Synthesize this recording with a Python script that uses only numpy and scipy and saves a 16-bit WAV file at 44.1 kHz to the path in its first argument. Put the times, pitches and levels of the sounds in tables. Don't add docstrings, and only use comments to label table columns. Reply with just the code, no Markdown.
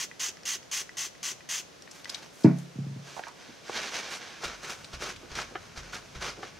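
import sys
import numpy as np
from scipy import signal
from scipy.fft import rfft, irfft, next_fast_len
from scipy.io import wavfile

SR = 44100
rng = np.random.default_rng(int(sys.argv[2]) if len(sys.argv) > 2 else 0)


def int16_out(signal):
    q = np.round(np.clip(np.atleast_2d(signal).T, -1, 1) * 32767)
    wavfile.write(sys.argv[1], SR, q.astype(np.int16))


N = 290765
TIME = np.arange(N) / SR


def from_db(db):
    return 10 ** (np.asarray(db) / 20)

def rms_one(x):
    return x / np.sqrt(np.mean(x ** 2) + 1e-20)

def panned(x, pan_db):
    return x * from_db(np.array([[.5], [-.5]]) * pan_db)

def cut(x, hz, kind, order=2):
    return signal.sosfilt(signal.butter(order, hz, kind, fs=SR, output="sos"), x + 1e-18)

def coloured(x, spectrum):
    hz, level_db = np.transpose(spectrum)
    size = next_fast_len(N)
    f = np.maximum(np.fft.rfftfreq(size, 1 / SR), 1)
    gain = from_db(np.interp(np.log(f), np.log(hz), level_db)) * np.minimum(f / hz[0], 1) ** 2
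    return rms_one(irfft(rfft(x, size) * gain, size)[..., :N])

def flutter(hz):
    return rms_one(cut(rng.standard_normal(N), hz, "low"))

def grains(per_s, spread_db):
    sizes = from_db(spread_db * np.minimum(rng.exponential(1, N), 4)) * rng.choice([-1, 1], N)
    return rms_one(sizes * (rng.random(N) < per_s / SR))

def pulses(rows):
    force = np.zeros(N)
    for start, level_db in rows:
        force[round(start * SR)] += from_db(level_db)
    return force

def ring(force, modes):
    out = np.zeros(N)
    for hz, level_db, t60 in modes:
        r, w = np.exp(-np.log(1000) / (t60 * SR)), 2 * np.pi * hz / SR
        out += from_db(level_db) * signal.lfilter([0, np.sin(w)], [1, -2 * r * np.cos(w), r * r], force + 1e-18)
    return out

def decay(t60):
    return np.exp(-np.minimum(np.log(1000) * TIME / t60, 50))


# frequency_hz, density_db
AMBIENT_SPECTRUM = [(15, -44), (25, -12.5), (164, 5), (221, 1.5), (614, 2), (826, -3), (2010, -5),
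                    (4040, -7.5), (6210, -7.5), (7700, -16), (13900, -27.5), (15500, -37)]
# frequency_hz, gain_db
AMBIENT_SIDE_TILT = [(25, -2), (80, -16), (300, 4), (700, -3), (1300, 2), (2500, -9.5), (6000, -6),
                     (15000, -20)]

def room_tone(level_db=-54, width_db=-2.0):
    hz, mid_db = np.transpose(AMBIENT_SPECTRUM)
    tilt_hz, tilt_db = np.transpose(AMBIENT_SIDE_TILT)
    side_spectrum = np.column_stack([hz, mid_db + np.interp(np.log(hz), np.log(tilt_hz), tilt_db)])
    mid = coloured(rng.standard_normal(N), AMBIENT_SPECTRUM)
    side = from_db(width_db) * coloured(rng.standard_normal(N), side_spectrum)
    return from_db(level_db) * (mid + side * [[1], [-1]])

def reflections(t60, level_db, size=SR // 2):
    tail = rng.standard_normal((2, size)) * decay(t60)[:size] * (TIME[:size] > .001)
    return from_db(level_db) * tail / np.sqrt(np.sum(tail ** 2) / 2)

def reverberation(x, low_hz=300):
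    lateral = reflections(t60=.03, level_db=-17)[0] * [[1], [-1]]
    response = reflections(t60=0.052, level_db=-5) + reflections(t60=0.38, level_db=-8.5) + lateral
    return signal.fftconvolve(x, cut(response, low_hz, "high"), axes=1)[:, :N]

def contacts(rows, q, max_cutoff_hz, cutoff_ratio):
    out, size = np.zeros((2, N)), SR // 10
    for start, peak_db, hz, t60, pan_db in rows:
        r, at = np.exp(-np.pi * hz / q / SR), round(start * SR)
        crackle = rng.choice([-1, 1], size) * decay(t60)[:size]
        body = signal.lfilter([1, 0, -1], [1, -2 * r * np.cos(2 * np.pi * hz / SR), r * r], crackle)
        body = cut(body, min(max_cutoff_hz, cutoff_ratio * hz), "low")
        out[:, at:at + size] += panned(from_db(peak_db) * body / np.abs(body).max(), pan_db)
    return out


# start_s, peak_db, pitch_hz, t60_s, pan_db
PLASTIC_CLICKS = [(.434, -34, 5200, .005, 0), (1.822, -35, 4900, 0.012, 2), (1.875, -37.5, 1880, .015, 2),
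                  (1.912, -35.5, 5740, 0.034, 3), (2.045, -33, 4200, 0.014, 11),
                  (2.095, -26, 4080, .015, -8), (2.099, -25, 5200, 0.018, 7),
                  (2.145, -24.5, 3870, 0.038, 6), (2.436, -35.5, 4900, 0.17, 3),
                  (2.586, -38, 6300, .015, 5), (3.237, -29.5, 1960, 0.0094, -6),
                  (3.283, -37.5, 6040, 0.0072, -3)]
# start_s, peak_db, pitch_hz, t60_s, pan_db
HAND_BUMPS = [(3.166, -33, 790, 0.18, -12), (3.193, -26, 690, .02, -3.5), (3.269, -33, 1040, 0.14, -7),
              (3.488, -39.5, 271, 0.13, -2), (3.696, -22, 506, .019, -1), (4.434, -30, 920, 0.033, 3),
              (5.231, -42.5, 379, 0.16, -6), (5.388, -20.5, 1350, 0.045, 1), (5.509, -40, 416, 0.084, -2),
              (5.931, -31, 1460, .13, 1), (6.372, -38, 393, 0.39, 0)]
# start_s, peak_db
CREASE_SNAPS = [(3.772, -25), (3.953, -27), (4.15, -34), (4.452, -25.5), (4.845, -32.5), (4.933, -33),
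                (5.162, -34.5), (5.353, -28)]

def handling(crease_hz=3200, crease_t60_s=0.035):
    snaps = [(start, peak_db, crease_hz, crease_t60_s, 0) for start, peak_db in CREASE_SNAPS]
    return (contacts(PLASTIC_CLICKS, q=3.3, max_cutoff_hz=11000, cutoff_ratio=1.9)
            + contacts(HAND_BUMPS, q=2.4, max_cutoff_hz=5000, cutoff_ratio=2.2)
            + contacts(snaps, q=1, max_cutoff_hz=6700, cutoff_ratio=2.4))

def rub(start, hold_s, swell_db_per_s, sag_db_per_s=31.5, release_db_per_s=315):
    before, after = np.maximum(start - TIME, 0), np.maximum(TIME - start - hold_s, 0)
    sag_db = sag_db_per_s * np.clip(TIME - start, 0, hold_s)
    drag_db = -14 - 33 * after
    release_db = np.maximum(-release_db_per_s * after, drag_db)
    return from_db(np.maximum(release_db - swell_db_per_s * before - sag_db, -200))

def friction(rubs, spectrum, fibres_per_s, spread_db, catch_db, swell_db_per_s, resting=0):
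    crinkles = from_db(-8) * grains(per_s=170, spread_db=spread_db)
    slips = grains(fibres_per_s, spread_db) + crinkles + .5 * rng.standard_normal(N)
    fibres = coloured(slips, spectrum) * from_db(catch_db * flutter(hz=69))
    treble = signal.sosfiltfilt(signal.butter(4, 7500, "high", fs=SR, output="sos"), fibres)
    body = (fibres - treble) / np.std(cut(fibres, [1000, 7000], "band"))
    treble = treble / np.std(cut(treble, 8000, "high", order=8))
    force, crispness = resting, 0
    for start, hold_s, level_db, treble_db in rubs:
        envelope = from_db(level_db) * rub(start, hold_s, swell_db_per_s)
        force = np.maximum(force, envelope)
        crispness = np.maximum(crispness, from_db(treble_db) * envelope)
    return body * force + treble * crispness


# frequency_hz, density_db
GLOVE_SPECTRUM = [(100, 1), (500, 7.5), (1800, 7), (4000, 3.5), (6300, 2), (7800, -15), (13500, -25.5),
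                  (15500, -34)]
# start_s, hold_s, level_db, relative_treble_db
GLOVE_SLIDES = [(1.955, 0.05, -54, -10), (2.09, 0.16, -47.5, -16), (2.33, .04, -68, 2),
                (2.405, 0.018, -55.5, -4), (2.59, 0.016, -58, -5.5)]

def glove():
    return friction(GLOVE_SLIDES, GLOVE_SPECTRUM, fibres_per_s=1400, spread_db=-2.0, catch_db=2.0,
                    swell_db_per_s=300)


# pitch_hz, thump_gain_db, rocking_gain_db, unloaded_t60_s
TABLE_MODES = [(118, -57, -15, 0.19), (139.8, -16.5, -9.5, 0.46), (173.6, -13.5, -17, 0.4),
               (202.2, -11, -16, 0.2), (238, -14, -20, 0.19), (255.7, -13, -27, 0.22),
               (275, -51, -23, 0.061), (309.7, -7.5, -33, 0.16), (393, -17, -33, 0.19),
               (424, -52, -30.5, 0.68), (566, -37, -46, 0.18), (607, -25.5, -39, 0.2),
               (660, -24, -47, 0.28), (758, -49, -50, 0.16), (905, -21, -56, 0.1), (914, -27, -50, 0.18),
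               (1456, -27, -60, 0.25)]
# start_s, force_db
ROCKING_KNOCKS = [(2.756, -26), (2.7855, -18.5), (2.865, -24.5), (2.909, -28.5), (2.961, -24.5)]
# frequency_hz, density_db
RATTLE_SPECTRUM = [(100, -20), (300, -19), (500, -7), (700, -7), (1100, -15.5), (2400, -18.5), (3000, -35),
                   (8000, -60)]

def table_thump(start_s=2.445, force_db=-0.8, contact_hz=510, rocking_hz=400, radiation_hz=116):
    blow = pulses([(start_s, force_db)])
    knocks = cut(pulses(ROCKING_KNOCKS), rocking_hz, "low")
    hz, thump_db, rocking_db, t60 = np.transpose(TABLE_MODES)
    thump = ring(cut(blow, contact_hz, "low"), zip(hz, thump_db, t60))
    rocking = ring(knocks, zip(hz, rocking_db, 0.91 * t60))
    rattle = from_db(-31) * coloured(rng.standard_normal(N), RATTLE_SPECTRUM) * decay(t60=0.29)
    board = thump + rocking + signal.fftconvolve(blow, rattle)[:N]
    return panned(cut(board, radiation_hz, "high", order=10), pan_db=-1.0)


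# start_s, force_db
OBJECT_TAPS = [(5.5525, -35), (5.5555, -23), (6.431, -27)]
# pitch_hz, gain_db, t60_s
OBJECT_MODES = [(395, -9.5, 0.03), (503, -12, .03), (800, -15, 0.041), (1470, -0.5, 0.012),
                (1750, -3, 0.0083), (2010, -21, 0.0069), (2860, -7, 0.0063), (4240, -27, .005)]

def loose_object(chatter_db=-24, cloth_hz=3200):
    hits = pulses(OBJECT_TAPS)
    chatter = from_db(chatter_db) * rng.standard_normal(N) * decay(t60=0.08)
    force = hits + signal.fftconvolve(hits, chatter)[:N]
    return ring(cut(force, [420, cloth_hz], "band"), OBJECT_MODES)


# frequency_hz, density_db
PAPER_SPECTRUM = [(50, -10), (110, -13), (200, -1.5), (290, -3.5), (400, 3), (740, 2.5), (850, 1),
                  (1600, 4.5), (2600, 2.5), (4200, 0), (6200, -2.5), (7600, -19.5), (10000, -30),
                  (15500, -43)]
# start_s, hold_s, level_db, relative_treble_db
TOWEL_PULLS = [(3.075, 0.093, -49, -16), (3.17, .02, -50, -11), (3.245, .035, -51.5, -19),
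               (3.40, 0.3, -52, -21), (3.685, 0.059, -44.5, -18), (3.762, 0.029, -33.5, -21),
               (3.82, 0.067, -37, -19.5), (3.945, 0.05, -35, -18.5), (4.03, 0.09, -41, -21),
               (4.122, 0.038, -39, -15), (4.215, 0.28, -44.5, -22)]

def paper_towel():
    rustle = friction(TOWEL_PULLS, PAPER_SPECTRUM, fibres_per_s=3000, spread_db=1.0, catch_db=0.0,
                      swell_db_per_s=260)
    return panned(rustle, pan_db=-1.2)


# frequency_hz, density_db
DAMP_SPECTRUM = [(40, -43), (150, -2), (300, -8), (390, 0.5), (600, -2), (850, -5), (1350, 2.5),
                 (1800, -2.5), (2300, -2), (3600, -6), (6300, -6.5), (7500, -20), (10000, -29),
                 (15000, -41.5)]
# start_s, hold_s, level_db, relative_treble_db
WIPE_STROKES = [(4.443, 0.0067, -34, -18), (4.485, 0.067, -43, -25), (4.635, 0.073, -42, -17.5),
                (4.701, 0.014, -36, -14.5), (5.018, 0.088, -37, -18), (5.366, 0.055, -36, -20),
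                (5.605, .07, -54, -17), (5.83, 0.13, -49, -22), (5.94, 0.019, -39, -17),
                (6.225, 0.07, -35.5, -20.5), (6.43, 0.051, -46.5, -21.5)]
# start_s, force_db, scuff_db
PALM_LANDINGS = [(4.456, -50.5, -50), (4.937, -46, -43), (5.316, -48.5, -45), (5.776, -45.5, -41),
                 (6.159, -45, -45)]
# pitch_hz, gain_db, t60_s
SWAY_MODES = [(45, -1, 0.97), (68, 5.5, 0.26), (131, 0.5, 0.36)]

def wiping(resting_db=-57, rumble_db=-58, scuff_s=0.0098, scuff_treble_db=-20.5):
    leaning = np.clip((TIME - PALM_LANDINGS[0][0]) / .5, 0, 1)
    scuffs = [(start, scuff_s, scuff_db, scuff_treble_db) for start, _, scuff_db in PALM_LANDINGS]
    strokes = friction(WIPE_STROKES + scuffs, DAMP_SPECTRUM, fibres_per_s=2500, spread_db=0.5,
                       catch_db=0.95, swell_db_per_s=609, resting=leaning * from_db(resting_db))
    palms = pulses([row[:2] for row in PALM_LANDINGS])
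    shaking = ring(cut(palms, 220, "low"), SWAY_MODES) + loose_object()
    weight = leaning * from_db(rumble_db + flutter(hz=6.3))
    rumble = weight * rms_one(cut(rng.standard_normal(N), [70, 200], "band"))
    return strokes + shaking + rumble


# start_s, force_db
TRIGGER_RETURNS = [(0.1138, -34.5), (0.371, -34.5), (0.434, -43), (.6295, -42), (.893, -33), (1.151, -46),
                   (1.407, -42), (2.056, -30)]
# pitch_hz, gain_db, t60_s
HEAD_MODES = [(1730, -10, 0.013), (1970, -0.5, 0.026), (2430, -4.5, 0.017), (3020, -11, .007),
              (5250, -4, .006)]

def trigger(variety_db=5.5, soft_hz=4000):
    starts, force_db = np.transpose(TRIGGER_RETURNS)
    scatter_db = variety_db * rng.standard_normal((len(starts), len(HEAD_MODES)))
    ticks = sum(ring(pulses(zip(starts, force_db + scatter_db[:, k])), [mode])
                for k, mode in enumerate(HEAD_MODES))
    return cut(cut(ticks, soft_hz, "low", order=1), 1050, "high")


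# start_s, end_s, nominal_level_db, pan_db
PUMP_STROKES = [(-.05, 0.043, -30, 0), (0.194, 0.29, -31, -0.2), (0.452, 0.557, -31, -0.2),
                (0.712, 0.816, -31, 0.7), (0.968, 1.067, -32.5, 1.5), (1.227, 1.319, -33, 2),
                (1.488, 1.599, -32, 1)]
# frequency_hz, density_db
JET_SPECTRUM = [(300, -50), (780, -22), (1100, -13.5), (1500, -15.5), (2000, -6.5), (2250, -12.5),
                (2900, -7), (3400, -8), (3700, -13), (5600, -7.5), (6250, -1), (6800, -6.5), (8100, -15.5),
                (15500, -29.5)]

def spray(attack_s=0.0034, decay_s=0.0115, arch_db=4.0, sputter_db=1.0, gulp_db=-46):
    jet = coloured(rng.standard_normal(N) + 0.56 * grains(per_s=5000, spread_db=0.0), JET_SPECTRUM)
    jet = jet * from_db(sputter_db * flutter(hz=120))
    mist = np.zeros((2, N))
    for start, end, level_db, pan_db in PUMP_STROKES:
        stroke = np.clip((TIME - start) / (end - start), 0, 1)
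        opening = np.clip((TIME - start) / attack_s, 0, 1)
        closing = np.exp(-np.clip((TIME - end) / decay_s, 0, 50))
        pressure = from_db(level_db + arch_db * (np.sin(np.pi * stroke ** 0.78) - 1.16))
        mist += panned(jet * opening * closing * pressure, pan_db)
    refills = pulses([(end, gulp_db) for _, end, _, _ in PUMP_STROKES])
    return mist + ring(refills, [(384, 0.6, 0.058)])

def scene(close_send_db=-5.5, aside_send_db=-3.0):
    close = spray() + trigger() + paper_towel() + wiping()
    aside = glove() + handling() + table_thump()
    reverberant = reverberation(from_db(close_send_db) * close + from_db(aside_send_db) * aside)
    return close + aside + reverberant + room_tone()

def record(dry, cutoff_hz=15750):
    return signal.sosfilt(signal.ellip(12, .1, 90, cutoff_hz, fs=SR, output="sos"), dry)


dry = scene()
out = record(dry)
int16_out(out)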